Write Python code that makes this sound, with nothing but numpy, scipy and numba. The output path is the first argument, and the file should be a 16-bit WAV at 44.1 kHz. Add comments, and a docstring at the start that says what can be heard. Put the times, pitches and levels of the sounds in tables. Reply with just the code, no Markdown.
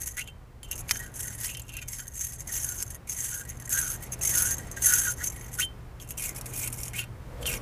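"""In an open garage, a cup-shaped wire brush is twisted to and fro on a battery terminal.
Bristles slip over the metal in clumps of tiny clicks; they ring the steel shell and the air in the cup,
whose pitch rises as the cup lifts. Steel knocks crack and ring, and nearby metal throws back short echoes.
A wavering mains hum and far traffic lie below, and a hollow howl swells at the end."""
import sys
import numpy as np
from scipy import signal
from scipy.fft import rfft, irfft
from scipy.io import wavfile
from numba import njit

SR = 44100
rng = np.random.default_rng(int(sys.argv[2]) if len(sys.argv) > 2 else 0)


def gain_from_db(level_db):
    """Turn a decibel level (scalar or array-like) into a linear amplitude factor."""
    decades = np.asarray(level_db, float) / 20
    return 10 ** decades


def unload_wav(signal):
    """Save mono or channel-first audio to the path in sys.argv[1] as 16-bit WAV at rate SR, clipped to [-1, 1]."""
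    wavfile.write(
        sys.argv[1],
        SR,
        np.round(np.clip(np.atleast_2d(signal).T, -1, 1) * 32767).astype(np.int16),
    )


N = 335601  # length in samples


def rms_one(x):
    """Scale to rms 1."""
    return x / np.sqrt(np.mean(x ** 2) + 1e-20)


def in_time(rows):
    """Draw straight lines between the rows of a table: each column gets one value a sample."""
    seconds, *columns = np.transpose(rows)
    return [np.interp(np.arange(N) / SR, seconds, column) for column in columns]


def colour(x, spectrum):
    """Shape by a spectrum; white noise of rms 1 keeps about rms 1."""
    hz, db = np.transpose(spectrum)
    grid = np.arange(N // 2 + 1) * SR / N + 1   # the 1 keeps the logarithm finite
    gain = gain_from_db(np.interp(np.log(grid), np.log(hz), db, left=-90, right=-90))
    return irfft(rfft(x) * rms_one(gain), N)


def drift(rate_hz):
    """Slow random wandering of spread 1: noise through two equal low-pass filters."""
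    r = np.exp(-2 * np.pi * rate_hz / SR)
    white = rng.standard_normal(N + SR)
    settled = signal.lfilter([1], [1, -2 * r, r * r], white)[SR:]
    return rms_one(settled)


def resonate(x, modes):
    """Resonances (Hz, width Hz, dB) side by side, with alternating signs."""
    out = 0
    for k, (hz, width_hz, db) in enumerate(modes):
        r = np.exp(-np.pi * width_hz / SR)
        top = gain_from_db(db) * (-1) ** k * (1 - r * r) / 2
        out = out + signal.lfilter([top, 0, -top], [1, -2 * r * np.cos(2 * np.pi * hz / SR), r * r], x)
    return out


@njit
def gliding(x, twice_cos, r):
    """A resonance whose centre moves."""
    y = np.zeros_like(x)
    for i in range(2, len(x)):
        y[i] = (1 - r * r) / 2 * (x[i] - x[i - 2]) + r * twice_cos[i] * y[i - 1] - r * r * y[i - 2]
    return y


def bursts(events, offset_db, t60):
    """A click, then noise that dies away by 60 dB in t60 seconds."""
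    seconds, peak_db = np.transpose(events)
    hits = np.full(N, 1e-18)
    hits[np.round(seconds * SR).astype(int)] = gain_from_db(peak_db + offset_db)
    fade = signal.lfilter([1], [1, -gain_from_db(-60 / (t60 * SR))], hits)
    return 0.39 * hits + fade * rng.standard_normal(N)


# The street. Each row: time in seconds, rumble in relative dB, tyre roar in relative dB.
STREET_LEVELS = [(0, -45.5, -58.5), (.6, -48.5, -61), (.75, -44.5, -53.5), (2.25, -46.5, -62.5),
                 (2.5, -44, -55.5), (3.3, -46, -58), (4.35, -41, -49), (6.05, -45, -56.5), (6.4, -43, -50),
                 (7.2, -44, -55), (7.5, -39, -47.5)]
# Tone colour of the rumble. Each row: frequency in Hz, strength in relative dB per Hz.
RUMBLE_COLOUR = [(18, -33), (30, 1), (46, 0), (76, 1.5), (95, -4.5), (150, -8), (190, -19), (260, -23)]
# Tone colour of the tyre roar. Each row: frequency in Hz, strength in relative dB per Hz.
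ROAR_COLOUR = [(100, 3.5), (500, -4.5), (1000, -8.5), (2000, -14.5), (3500, -24), (15800, -30.5)]
# Loudness of the mains hum. Each row: time in seconds, level in relative dB.
HUM_LEVELS = [(0, -59), (1.2, -49), (2.5, -53.5), (4.3, -47.5), (6.3, -51), (6.5, -45), (7.61, -48.5)]
# The hollow howl that swells at the end. Each row: time in seconds, level in dB.
HOWL_LEVELS = [(7.15, -76.5), (7.42, -42.5), (7.61, -48.5)]


def garage():
    """Coloured noise for rumble and roar, a wavering hum with its octave, and ringing noise for the howl."""
    rumble_db, roar_db = in_time(STREET_LEVELS)
    rumble = gain_from_db(rumble_db) * colour(rng.standard_normal(N), RUMBLE_COLOUR)
    roar = gain_from_db(roar_db + 4.0) * colour(rng.standard_normal(N), ROAR_COLOUR)
    hum_hz = 120 + 1.296 * drift(2.0)
    phase = 2 * np.pi * np.cumsum(hum_hz) / SR
    hum_db = in_time(HUM_LEVELS)[0] + 3.5 + 1.26 * drift(15.0)
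    hum = gain_from_db(hum_db) * (np.sin(phase) + gain_from_db(-20.0) * np.sin(2 * phase))
    hollow = rms_one(resonate(rng.standard_normal(N), [(483, 47, 0)]))
    howl = gain_from_db(in_time(HOWL_LEVELS)[0]) * hollow
    return rumble + roar + hum + howl


def engine_bay(x):
    """Dense short reflections from the metal around the battery."""
    t = np.arange(SR // 5) / SR
    # the first reflection comes after 3 ms; they fall at 60 dB per 20 ms
    echo = rng.standard_normal(len(t)) * gain_from_db(-60 * t / 0.02) * (t > .003)
    return gain_from_db(-5.5) * signal.fftconvolve(x, echo / np.sqrt(np.sum(echo ** 2)))[:N]


# Steel knocks on the terminal.
# Each row: time in seconds, peak in relative dB, pitch at which the knock rings in Hz.
KNOCK_EVENTS = [(0.283, -50, 3000), (0.631, -36, 3110), (0.893, -16.5, 2310), (0.9101, -3.5, 1390),
                (0.958, -23.5, 1700), (1.446, -21, 1930), (1.549, -25.5, 3100), (1.598, -32, 3040),
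                (1.741, -45, 2700), (1.768, -32.5, 2740), (1.994, -28, 1680), (3.076, -42, 2320),
                (4.134, -30, 2700), (4.211, -31, 2650), (6, -34, 3320), (6.107, -33, 2580),
                (6.412, -46, 3760), (7.429, -25.5, 3120), (7.456, -18, 3560)]


def knocks():
    """Each knock is a short crack and a ring at its own pitch."""
    crack = bursts([row[:2] for row in KNOCK_EVENTS], -7.5, 0.015)
    out = signal.sosfilt(signal.butter(2, [1200, 8000], "band", fs=SR, output="sos"), crack)
    for seconds, peak_db, hz in KNOCK_EVENTS:
        first = round(seconds * SR)
        own = slice(first, first + SR // 8)
        kick = .5 * crack[own]
        kick[0] = gain_from_db(peak_db + 8)   # the blow itself
        ring_db = 22 - 0.6 * (peak_db + 33.0)   # harder knocks are more crack, less ring
        out[own] += resonate(kick, [(hz, 110., ring_db)])
    return out


# Twists of the wrist. 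Each row: start in seconds, length in seconds, share of the length
# at which it bears hardest (0-1), bristles in relative dB, air in the cup in relative dB.
TWISTS = [(0.001, 0.04, 0.4, -31, -49), (0.057, 0.064, 0.25, -33.5, -54), (0.141, 0.013, 0, -44, -59),
          (0.168, 0.046, 0.17, -29, -30.5), (0.251, 0.047, 0.6, -66, -49), (0.64, 0.017, 0, -44, -55),
          (0.712, 0.019, 0.13, -29, -35.5), (0.755, 0.056, 1, -34.5, -55), (0.876, 0.13, 0.2, -33, -65),
          (0.929, 0.14, 0.03, -34.5, -44), (1.14, 0.26, 0.08, -34.5, -49.5),
          (1.382, 0.16, 0.32, -28.5, -44), (1.544, 0.075, 0.73, -64, -46),
          (1.687, 0.028, 0.5, -46.5, -44.5), (1.733, 0.061, 1, -45.5, -40.5), (1.813, 0.02, 0.6, -36, -43),
          (1.878, 0.16, 0.27, -34, -50), (2.141, 0.21, 0.46, -31.5, -53.5), (2.379, 0.058, 0.4, -37, -52.5),
          (2.472, 0.094, 0.05, -33.5, -48.5), (2.509, 0.314, 0.14, -27.5, -51),
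          (2.84, 0.12, 0.64, -44, -71), (3.074, 0.34, 0.61, -30, -45.5), (3.444, 0.087, 0.7, -41.5, -50.5),
          (3.702, 0.25, 0.08, -24, -42), (4.018, 0.073, 0, -39, -50), (4.117, 0.021, 0.9, -30.5, -57),
          (4.212, .33, 0.65, -22, -40.5), (4.547, 0.14, 0.25, -42.5, -48), (4.762, 0.045, 0.06, -36.5, -44),
          (4.819, 0.3, 0.16, -20, -37.5), (5.17, 0.083, 0.2, -35.5, -45.5), (5.227, 0.05, 0.96, -27.5, -58),
          (5.294, 0.29, 0, -41.5, -53), (5.509, 0.096, 0.44, -37.5, -59), (5.586, 0.047, 0.33, -20, -27),
          (6, 0.055, 0, -44, -71), (6.085, 0.048, 0.06, -38.5, -61), (6.174, 0.13, 0.6, -28.5, -40.5),
          (6.348, 0.04, 0.26, -33.5, -51.5), (6.442, 0.12, 0.38, -40, -53), (6.537, 0.15, 0.82, -28, -43.5),
          (6.721, 0.18, 0.82, -35.5, -53.5), (6.935, 0.088, 0.6, -28.5, -29), (7.409, 0.046, 0, -41, -53),
          (7.462, 0.1, 0, -25.5, -33)]
# Spans without light rubbing between the twists. 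Each row: from seconds, to seconds.
NO_LIGHT_RUB = [(.3, 0.67), (2.97, 3.36), (5.67, 6.0), (7.04, 7.4)]
BITE_DB_PER_S, LET_GO_DB_PER_S = 3994, 905   # how fast a twist sets in and stops


def effort(top_db, arch_db, lag, resting_db):
    """Each twist bites, swells to its top, sags and lets go; between most twists the wires rub lightly."""
    t = np.arange(N) / SR
    out = np.full(N, float(resting_db))
    for start, end in NO_LIGHT_RUB:
        out[(t > start) & (t < end)] = -88   # next to nothing under the twists
    start_below, end_below = arch_db
    below = [-60 - start_below, -start_below, 0, -end_below, -60 - end_below]
    for (start, length, share, *_), db in zip(TWISTS, top_db):
        share = np.clip(share + lag * (1 - share), .02, .98)
        end = start + length
        times = [start - 60 / BITE_DB_PER_S, start, start + share * length, end, end + 60 / LET_GO_DB_PER_S]
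        own = slice(max(int(times[0] * SR), 0), int(times[-1] * SR))
        out[own] = np.maximum(out[own], db + np.interp(t[own], times, below))
    return out


def judder():
    """The whole brush sticks and jumps: each jump is loud at once and fades in some ms."""
    jumps = (rng.random(N) < 110 / SR) * rng.random(N)
    return .55 + signal.lfilter([1], [1, -np.exp(-1 / (.003 * SR))], jumps)


def slips(per_s, spread_db, clump_db, smooth):
    """Wire tips slip at random, in clumps, each buzzing on for a few ms; scaled to rms 1."""
    sizes = gain_from_db(spread_db * np.minimum(rng.exponential(1, N), 4))
    born = rng.random(N) < per_s * gain_from_db(clump_db * drift(45)) / SR
    r = np.exp(-1 / (0.0014 * SR))
    # dividing by the rate keeps the loudness even however many wires slip
    buzz = signal.lfilter([1 - r], [1, -r], sizes * born) * SR / (per_s * sizes.mean())
    return rms_one(rng.standard_normal(N) * (smooth + buzz) * judder())


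# Bristles catch and let go at once. Each row: time in seconds, peak in relative dB.
CATCH_EVENTS = [(0.0605, -23), (0.1694, -17), (0.631, -27), (0.7126, -19), (0.8931, -25), (0.9107, -6),
                (1.5705, -21.5), (1.5958, -21.5), (1.6184, -25.5), (1.7395, -30), (1.7675, -19),
                (2.0793, -25.5), (2.8253, -11.5), (2.9457, -25.5), (3.6, -25), (3.6566, -26.5),
                (3.6935, -19), (4.0268, -27), (4.1226, -26), (4.2339, -15), (4.293, -8), (4.3545, -14),
                (4.422, -7), (4.5093, -11.5), (4.5821, -20), (4.7142, -21), (4.937, -7), (5.6474, -27),
                (6.1065, -18), (6.1722, -29), (6.2922, -17), (6.4114, -22), (6.5381, -24), (6.675, -11),
                (6.7926, -28.5), (6.833, -14)]


def rubbing():
    """Slipping wires, alone and as a force that follows the twists, with the catches added."""
    bristle_db = np.transpose(TWISTS)[3]
    stroke_db = effort(bristle_db, arch_db=(6, 10), lag=0, resting_db=-55.5)
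    per_s = 250 * gain_from_db(0.87 * np.clip(stroke_db + 49.5, 0, 25))   # a firm stroke engages more wires
    rub = slips(per_s, spread_db=4.5, clump_db=1.5, smooth=0.45)
    force = gain_from_db(stroke_db - 6.0) * rub + bursts(CATCH_EVENTS, -9, 0.0084)
    return rub, force


def patchy(x, depth_db):
    """Different wires bear at each moment: above 4500 Hz every third of an octave swells on its own."""
    edges = 4500 * 2 ** (np.arange(7) / 3)
    out = signal.sosfilt(signal.butter(2, edges[0], fs=SR, output="sos"), x)
    for k, band in enumerate(zip(edges, edges[1:])):
        part = signal.sosfilt(signal.butter(2, band, "band", fs=SR, output="sos"), x)
        sign = -(-1) ** k
        out += part * sign * gain_from_db(depth_db * drift(12.))
    return out


def wire_pings(force, count):
    """Single wires sing for a moment, each at a pitch of its own."""
    pitches = np.geomspace(5600, 14800, count) * rng.uniform(.98, 1.02, count)
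    out = 0
    for hz in pitches:
        own_force = force * gain_from_db(5.0 * drift(47.0)) * rng.choice([-1, 1], N)
        out = out + resonate(own_force, [(hz, 150., 0)])
    return out


# Bristles of the seated tool. Each row: frequency in Hz, strength in relative dB per Hz.
SEATED_COLOUR = [(900, -10), (3000, -4.5), (4500, -12.5), (6000, -1.5), (8200, -3), (11000, 4.5),
                 (13000, -3.5), (15800, -9)]
# Bristles of the lifted tool. Each row: frequency in Hz, strength in relative dB per Hz.
LIFTED_COLOUR = [(900, -8), (3000, -4.5), (4500, -16), (5500, -1.5), (7600, -3), (10500, 2.5), (13000, -2),
                 (15800, -8)]


def wires(force, depth):
    """The force rasps and pings the wires; their colour blends from lifted to seated with depth."""
    rasp = gain_from_db(-4.0) * patchy(force, depth_db=3.5) + gain_from_db(-0.5) * wire_pings(force, count=22)
    return depth * colour(rasp, SEATED_COLOUR) + (1 - depth) * colour(rasp, LIFTED_COLOUR)


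# Ring of the steel shell. Each row: frequency in Hz, width in Hz, level in relative dB.
SHELL_MODES = [(6448, 243, 8.5), (6060, 640, 2.5), (7330, 62, 5.5)]


def shell(force, depth):
    """The force rings the steel shell, more strongly the deeper the tool sits."""
    broad = resonate(force, [(6580, 920, 0)])   # gives the ring steep flanks
    return depth ** 1.4 * gain_from_db(13.5 + 2.72 * drift(21.6)) * resonate(broad, SHELL_MODES)


# Pitch of the air in the cup before it wobbles. Each row: time in seconds, frequency in Hz.
CUP_GLIDE = [(0, 1850), (.19, 1900), (.215, 2800), (.62, 3050), (.8, 2560), (.93, 1730), (1.2, 1740),
             (1.47, 1940), (1.49, 2580), (1.57, 2780), (1.77, 2670), (2.0, 1750), (2.48, 1950),
             (2.82, 1440), (3.07, 2250), (3.4, 1530), (3.51, 2110), (3.72, 1650), (3.9, 1380), (4.13, 2430),
             (4.3, 1970), (4.39, 1470), (4.62, 1940), (4.8, 1900), (4.93, 1610), (5.13, 1480), (5.25, 2120),
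             (5.55, 2000), (5.595, 1426), (5.615, 2730), (6.17, 2690), (6.27, 2270), (6.58, 2330),
             (6.95, 2260), (7.01, 2720), (7.46, 3450), (7.5, 2480), (7.61, 2010)]


def cup_air(rub):
    """Rubbing and noise excite the air in the cup, a gliding resonance, and a rasp of the steel."""
    air_db = np.transpose(TWISTS)[4]
    # the air tops later, by 0.15 of what is left of the twist
    cup_db = effort(air_db, arch_db=(9, 8), lag=0.15, resting_db=-63)
    cup_hz = in_time(CUP_GLIDE)[0] * (1 + .035 * drift(30.))   # the tool rocks
    twice_cos = 2 * np.cos(2 * np.pi * cup_hz / SR)
    r = np.exp(-np.pi * 400 / SR)   # each pass is 400 Hz wide
    grind = (rub + rng.standard_normal(N)) * gain_from_db(cup_db + 9.0 + 3.15 * drift(24.7))
    broad = gliding(grind, twice_cos, r)
    air = gliding(broad, twice_cos, r) + gain_from_db(-9) * broad
    return air + resonate(grind, [(2600, 2000, -17)])   # the steel also rasps across the middle


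# Steel modes of the tool. Each row: frequency in Hz, width in Hz, level in relative dB.
TOOL_MODES = [(1448, 34, 13.5), (2395, 22.5, 1), (1900, 32, 5.5), (2074, 20.5, 5), (1598, 27, 7),
              (2730, 60, 2), (3110, 15, 10), (3610, 15, -1.5)]


def tool_steel(struck, blows):
    """Grinding and knocks ring the steel of the tool; each mode comes and goes on its own."""
    drive = struck + .5 * blows
    return sum(resonate(drive * gain_from_db(3.5 * drift(14.)), [mode]) for mode in TOOL_MODES)


# How deep the tool sits. Each row: time in seconds, depth from 0 to 1.
TOOL_DEPTH = [(0, 0.88), (.3, 0.53), (.9, 0.74), (1.5, 0.48), (2.2, 0.89), (3.5, 0.77), (5.2, 0.9),
              (5.6, 0.55), (6.1, 0.46), (7.61, 0)]


def brush():
    """The rubbing force drives the wires and the shell; the cup's air sounds over the steel modes."""
    depth = np.clip(in_time(TOOL_DEPTH)[0], 0, 1)
    rub, force = rubbing()
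    struck = cup_air(rub)
    blows = knocks()
    bristles = wires(force, depth) + shell(force, depth)
    return bristles + gain_from_db(-1.5) * struck + tool_steel(struck, blows) + blows


def scene():
    """Nearly mono: the channels differ only by a faint, dull noise."""
    tool = brush()
    dull = [(40, 0), (200, -20), (900, -37), (1500, -45), (15000, -55)]   # Hz, relative dB per Hz
    side = gain_from_db(-74.0) * colour(rng.standard_normal(N), dull)
    return tool + engine_bay(tool) + garage() + side * [[1], [-1]]


def low_pass(x):
    """Removes everything above the highest recorded frequency."""
    return signal.sosfilt(signal.butter(12, 16500, fs=SR, output="sos"), x)


def record(dry):
    """The top of the treble is cut, steeply from 15.3 kHz up."""
    hz = np.arange(N // 2 + 1) * SR / N
    cut_db = np.interp(hz, [15240, 15300, 15900, 16400], [0, -16, -36, -70])
    mix = irfft(rfft(dry) * gain_from_db(cut_db), N)
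    return low_pass(mix)


dry = scene()
out = record(dry)
unload_wav(out)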